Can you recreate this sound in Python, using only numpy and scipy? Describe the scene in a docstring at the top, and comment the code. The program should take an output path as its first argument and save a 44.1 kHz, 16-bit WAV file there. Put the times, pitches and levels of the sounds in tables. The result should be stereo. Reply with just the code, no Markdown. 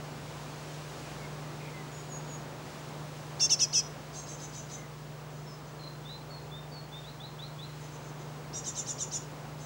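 """A yard by a brick house wall: distant traffic, hissing leaves and a camera's hum and whine run throughout.
First, birds in gardens further off give hoarse slurs and thin falling whistles as gliding, nearly pure tones.
Then a small tit at a nest box on the wall gives a loud burst of two-voiced chirps, and soft chirps follow:
both sides of its syrinx sing at once and mix, and the beak picks out partials near 6 kHz. Beyond, whistles
fall, rise and end in upsweeps; the tit closes with soft chirps again and a brighter burst among them."""
import sys
import numpy as np
from scipy import signal
from scipy.fft import rfft, irfft
from scipy.io import wavfile
from scipy.ndimage import uniform_filter1d

SR = 44100
rng = np.random.default_rng(int(sys.argv[2]) if len(sys.argv) > 2 else 0)


def transcribe(signal):
    """Save signal, clipped to [-1, 1], as a 16-bit WAV file at the path in sys.argv[1]."""
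    frames = np.atleast_2d(signal).T
    limited = np.clip(frames, -1, 1)
    pcm = np.round(limited * 32767).astype(np.int16)
    wavfile.write(sys.argv[1], SR, pcm)


N = 425565
T = np.arange(N) / SR

# Tit at the nest box: loud burst, soft chirps, bright burst. Each row: start in seconds, length in seconds,
# held pitch of the lower voice in Hz, level in dB before the partial mix, beak and yard.
LOUD_CHIRPS = [(3.394, 0.081, 2670, -18.5), (3.492, 0.065, 2700, -16.5), (3.589, 0.07, 2634, -18),
               (3.725, 0.09, 2640, -18.5)]
SOFT_CHIRPS = [ (4.126, 0.094, 3130, -41), (4.256, 0.097, 3160, -42.5), (4.385, 0.087, 3130, -43),
               (4.520, .095, 3086, -41.5), (4.685, 0.092, 3110, -43), (5.290, .13, 3060, -62),
               (5.470, 0.1, 3080, -59), (5.640, .065, 3040, -58), (7.780, .11, 3140, -56),
               (7.890, 0.096, 3130, -56.5), (8.010, .1, 3140, -55), (8.160, .085, 3140, -57),
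               (9.575, 0.11, 3150, -50)]
BRIGHT_CHIRPS = [ (8.527, 0.078, 2874, -33), (8.639, 0.071, 2980, -30.5), (8.746, 0.074, 2980, -30),
                 (8.859, .071, 2920, -30), (8.978, .071, 2940, -29.5), (9.109, 0.076, 2890, -30)]
# Partials of the coupled voices. Each row: multiple of the lower voice, multiple of the upper voice.
PARTIALS = [(1, 0), (0, 1), (2, 0), (1, 1), (0, 2), (3, -1), (-1, 3), (3, 0), (2, 1), (1, 2), (0, 3),
            (4, 0), (2, 2)]
# Base gain of each of those partials, in the same order. Each entry: gain in dB.
PARTIAL_DB = [-1.5, 1.5, -3, -3, -5, -17, -31, -16, -18, -27, -24, -33, -30]
# Shape of a chirp: time of the crest, time of the settled pitch, length of the final fall
RISE_S, SETTLE_S, FALL_S = .017, .032, .012
# The first chirp of a run leaps less, keeps a higher late pitch and has its voices wider apart.
# These are shares of the held pitch, and wear off with a time constant of WARM_UP_S.
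FIRST_LEAP, FIRST_SAG, FIRST_SPREAD, WARM_UP_S = .125, 0.0717, .04, 0.083

# Hoarse low slurs of a far bird. Each row: start in seconds, pitch in Hz, level in dB before the swell,
# rasp as a share of the pitch.
FAR_SLURS = [(1.01, 2430, -54, .06), (1.15, 2217, -51.5, .018), (1.40, 1980, -56, 0.038),
             (1.585, 2306, -49, 0.064), (1.72, 2035, -50, .013), (4.75, 2030, -55, .035)]
# Thin falling whistles. Each row: start in seconds, pitch in Hz, level in dB before the swell,
# fall as a share of the pitch.
FAR_FALLS = [ (1.905, 6850, -48, .04), (2.08, 6740, -43.5, .045), (2.263, 6750, -47, 0.035),
             (5.455, 5240, -50.5, 0.08), (5.783, 4135, -42, .03), (6.288, 4316, -48, 0.063),
             (6.702, 4440, -47, .085)]
# Gently rising whistles. Each row: start in seconds, pitch in Hz, level in dB before the swell.
FAR_RISES = [(6.04, 3660, -45.5), (6.074, 4000, -45), (6.505, 3600, -44.5), (6.912, 3620, -43.5)]
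# Quick upsweeps that end the song. Each row: start in seconds, pitch in Hz, level in dB before the swell.
FAR_UPSWEEPS = [(7.025, 3850, -47), (7.187, 3860, -43.5), (7.376, 3865, -42.5), (7.574, 3820, -44)]

# Far traffic. Each row: time in seconds, level in dB before the overall trim and flicker.
TRAFFIC_LEVEL = [(0.0, -47), (3.03, -47), (3.79, -48), (7.01, -50), (9.65, -47)]
# Hiss of the leaves. Each row: time in seconds, level in dB before the overall trim and flicker.
LEAF_LEVEL = [(0, -52), (.9, -50.5), (1.6, -53), (2.8, -52.5), (4, -55), (6.5, -58), (8.4, -55),
              (9.65, -55.5)]
# Colour of the outdoor air. Each row: frequency in Hz, relative spectral density in dB.
AIR_COLOUR = [(20, -22), (42, -17), (85, -2.5), (200, -0.5), (450, -1), (1000, -4.5), (1900, -11.5),
              (3500, -14.5), (7000, -18), (9000, -24), (12000, -32.5), (15500, -37)]
# Hum of the camera motor. 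Each row: mean frequency in Hz, rms level in dB before the throb.
MOTOR_HUM = [(62.9, -62.5), (126.0, -55.5), (150.0, -47)]
# Whine of the camera electronics. Each row: frequency in Hz, rms level in dB.
ELECTRONIC_WHINE = [(11723, -79), (15623, -66)]


def burst(rows, leap, sag, ratio, **voice):
    """One run of the tit's chirps with shared voice and beak settings; the opening one is shaped differently."""
    out = np.zeros(N)
    first_start = rows[0][0]
    for start, length, held_hz, db in rows:
        fresh = np.exp((first_start - start) / WARM_UP_S)
        crest_hz = held_hz * (1 + leap - FIRST_LEAP * fresh)
        late_hz = held_hz * (1 - sag + FIRST_SAG * fresh)
        voice_ratio = ratio + FIRST_SPREAD * fresh
        add(out, start, chirp(length, crest_hz, held_hz, late_hz, voice_ratio, db, **voice))
    return out


def chirp(length, crest_hz, held_hz, late_hz, ratio, db, upper_db, beak_hz, width_hz, opening, coupling_db,
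          fundamental_db, rasp_db, hiss_db, onset_db, peak_share, onset_jitter, jitter):
    """Both voices leap to a crest, settle and fall away; their sums and overtones pass the beak resonance."""
    t = np.arange(int(length * SR)) / SR
    knots = np.sort([0, RISE_S / 3, RISE_S, SETTLE_S, length - FALL_S, length])
    knots_hz = [.75 * held_hz, .8 * held_hz, crest_hz, held_hz, late_hz, 0.78 * late_hz]
    pitch = np.interp(t, knots, knots_hz)
    pitch = uniform_filter1d(pitch, size=240, mode="nearest")  # rounds the corners

    # each voice is unsteady on its own, most of all before it has settled
    unrest = np.interp(t, [0, SETTLE_S], [onset_jitter, jitter])
    lower = pitch * (1 + unrest * walk(1476, len(t)))
    upper = pitch * ratio * (1 + unrest * walk(1585, len(t)))

    # the air pressure builds through the chirp; the upper voice starts weak and joins in late
    stages = np.sort([0, RISE_S, length * peak_share, length - 1.5 * FALL_S, length])
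    pressure_db = np.interp(t, stages, [onset_db - 12, onset_db, 0, -.5, -17])
    pressure = undb(db + pressure_db)
    joining_db = upper_db + np.interp(t, [RISE_S, SETTLE_S], [-4, 0])

    # the beak opens as the chirp starts, which lifts its resonance
    centre_hz = beak_hz * np.interp(t, [RISE_S, SETTLE_S + FALL_S], [opening, 1])
    tone = 0
    for (m, n), partial_db in zip(PARTIALS, PARTIAL_DB):
        hz = m * lower + n * upper
        # mixed partials follow the coupling of the two sides; the throat muffles the fundamentals
        kind_db = coupling_db * (m * n != 0) + fundamental_db * (m + n == 1)
        gain = undb(partial_db + abs(n) * joining_db + kind_db)
        gain = gain * resonance(hz, centre_hz, width_hz)
        tone = tone + gain * np.sin(cycle(hz) + rng.uniform(0, 2 * np.pi))

    # turbulence in the air stream roughens the tone and hisses through the beak
    rough_tone = tone * (1 + undb(rasp_db) * walk(2500, len(t)))
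    breath = undb(hiss_db) * hiss(len(t), centre_hz=6060, width_hz=1500)
    return (rough_tone + breath) * pressure * signal.windows.tukey(len(t), .08)


def far_birds():
    """Birds in gardens further off; all notes of one kind share a length and arch, and most a glide and rasp."""
    out = np.zeros(N)
    for start, hz, db, rasp in FAR_SLURS:
        add(out, start, whistle(hz, db, length=.13, glide=-0.095, arch=-.005, rasp=rasp))
    for start, hz, db, fall in FAR_FALLS:
        add(out, start, whistle(hz, db, length=0.116, glide=-fall, arch=-.008, rasp=0.011))
    for start, hz, db in FAR_RISES:
        add(out, start, whistle(hz, db, length=0.106, glide=0.078, arch=0.02, rasp=0.0061))
    for start, hz, db in FAR_UPSWEEPS:
        add(out, start, whistle(hz, db, length=0.1, glide=.32, arch=.05, rasp=0.013))
    return out


def whistle(hz, db, length, glide, arch, rasp, swell_db=3):
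    """A nearly pure note: glide, arch and rasp are shares of its pitch, and it swells towards its end."""
    u = np.linspace(-.5, .5, int(length * SR))
    contour = hz * (1 + glide * u - arch * (2 * u) ** 2)
    pitch = contour * (1 + rasp * walk(710, len(u)))
    swell = undb(db + swell_db * (u - 1.5))  # 6 dB below the given level at the start, 3 dB at the end
    return swell * signal.windows.tukey(len(u), .4) * np.sin(cycle(pitch))


def yard(x, wall_db, tail_db, t60, wall_spread, house_lag=0.069, house_db=-3):
    """Quick reflections off the brickwork, then a thin tail with a soft echo from the houses opposite."""
    t = T[:SR]
    sparse = rng.random(SR) < .01
    wall = rng.standard_normal(SR) * sparse * np.exp(-t / wall_spread) * (t > .002)
    house_echo = 1 + undb(house_db) * np.exp(-((t - house_lag) / 0.019) ** 2)
    tail = rng.standard_normal(SR) * undb(-60 * t / t60) * house_echo * (t > .012)
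    # wall and tail levels are relative to the direct sound
    response = undb(wall_db) * wall / np.linalg.norm(wall)
    response += undb(tail_db) * tail / np.linalg.norm(tail)
    return x + signal.fftconvolve(x, response)[:N]


def air(traffic_db=1.0, leaves_db=0.16, split_hz=1700, flicker_db=.5):
    """Noise split in two: far traffic below, a faint hiss of leaves above, each swelling by itself."""
    hz = np.fft.rfftfreq(N, 1 / SR) + 1
    points_hz, points_db = np.transpose(AIR_COLOUR)
    colour = undb(np.interp(np.log(hz), np.log(points_hz), points_db))
    low_share = 1 / (1 + (hz / split_hz) ** 4)  # share of the power
    traffic = irfft(rfft(rng.standard_normal(N)) * colour * np.sqrt(low_share), N)
    leaves = irfft(rfft(rng.standard_normal(N)) * colour * np.sqrt(1 - low_share), N)
    traffic_gain = undb(curve(TRAFFIC_LEVEL) + traffic_db + flicker_db * walk(5.4, N))
    leaves_gain = undb(curve(LEAF_LEVEL) + leaves_db + flicker_db * walk(7, N))
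    return traffic / traffic.std() * traffic_gain + leaves / leaves.std() * leaves_gain


def camera(waver=.0015, throb_db=1.13, hiss_db=-74):
    """The motor hums with a slight waver and throb; the electronics add a thin steady whine and an even hiss."""
    hum, whine = 0, 0
    for hz, db in MOTOR_HUM:
        gain = undb(db + throb_db * walk(5, N))
        hum = hum + gain * np.sin(cycle(hz * (1 + waver * walk(4.2, N))))
    for hz, db in ELECTRONIC_WHINE:
        whine = whine + undb(db) * np.sin(2 * np.pi * hz * T)
    # root two turns rms levels into sine peaks
    return np.sqrt(2) * (hum + whine) + undb(hiss_db) * rng.standard_normal(N)


def undb(db):
    """Decibels to gain."""
    return 10 ** (np.asarray(db) / 20)


def curve(rows):
    """Rows of time in seconds and value, joined by straight lines."""
    return np.interp(T, *np.transpose(rows))


def walk(rate, size):
    """Random wander of roughly unit spread, with a fresh value rate times a second and straight lines between."""
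    at = np.arange(size) / SR * rate
    return 1.4 * np.interp(at, np.arange(size), rng.standard_normal(size))


def resonance(hz, centre_hz, width_hz):
    """Gain of one resonance at the given frequencies."""
    detuning = (hz / centre_hz - centre_hz / hz) * centre_hz / width_hz
    return 1 / np.hypot(1, detuning)


def cycle(hz):
    """Phase of an oscillator that follows a pitch curve."""
    return 2 * np.pi * np.cumsum(hz) / SR


def hiss(size, centre_hz, width_hz):
    """Noise of unit level in one band, its sides steepened by squaring the resonance."""
    hz = np.fft.rfftfreq(size, 1 / SR) + 1
    noise = irfft(rfft(rng.standard_normal(size)) * resonance(hz, centre_hz, width_hz) ** 2, size)
    return noise / noise.std()


def add(out, start, sound):
    """Lay a sound into a track at its start in seconds."""
    i = int(start * SR)
    out[i:i + len(sound)] += sound[:N - i]


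def scene():
    """The softer the tit's call, the more of it arrives by way of the walls; both channels are alike."""
    loud = burst(LOUD_CHIRPS, leap=.2, sag=0.0303, ratio=1.248, upper_db=-5.5,
                 beak_hz=5870, width_hz=1190, opening=0.89, coupling_db=3.0, fundamental_db=-3.5,
                 hiss_db=-16.0, onset_db=-2.5, rasp_db=-22, peak_share=.52, onset_jitter=.007, jitter=.0045)
    soft = burst(SOFT_CHIRPS, leap=.36, sag=.012, ratio=1.24, upper_db=-1,
                 beak_hz=6560, width_hz=890, opening=0.82, coupling_db=-1.0, fundamental_db=-1.0,
                 hiss_db=-15.5, onset_db=-0.5, rasp_db=-14, peak_share=.62, onset_jitter=.035, jitter=.008)
    bright = burst(BRIGHT_CHIRPS, leap=.15, sag=0.0584, ratio=1.245, upper_db=1,
                   beak_hz=6700, width_hz=1120, opening=0.8, coupling_db=-6.5, fundamental_db=-5,
                   hiss_db=-16, onset_db=-3.5, rasp_db=-15, peak_share=.7, onset_jitter=.024, jitter=.009)
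    birds = yard(loud, wall_db=-15, tail_db=-19, t60=.38, wall_spread=.02)
    birds += yard(soft, wall_db=-4, tail_db=-4.5, t60=0.26, wall_spread=0.027)
    birds += yard(bright, wall_db=-3, tail_db=-9.5, t60=0.26, wall_spread=0.0098)
    birds += yard(far_birds(), wall_db=-2.5, tail_db=-6.5, t60=0.45, wall_spread=0.018)
    return np.tile(birds + air() + camera(), (2, 1))


def record(dry):
    """The recorder cuts the top of the treble, steeply above 15.8 kHz."""
    treble_cut = signal.ellip(12, .1, 80, 15800, fs=SR, output="sos")
    return signal.sosfilt(treble_cut, dry)


dry = scene()
out = record(dry)
transcribe(out)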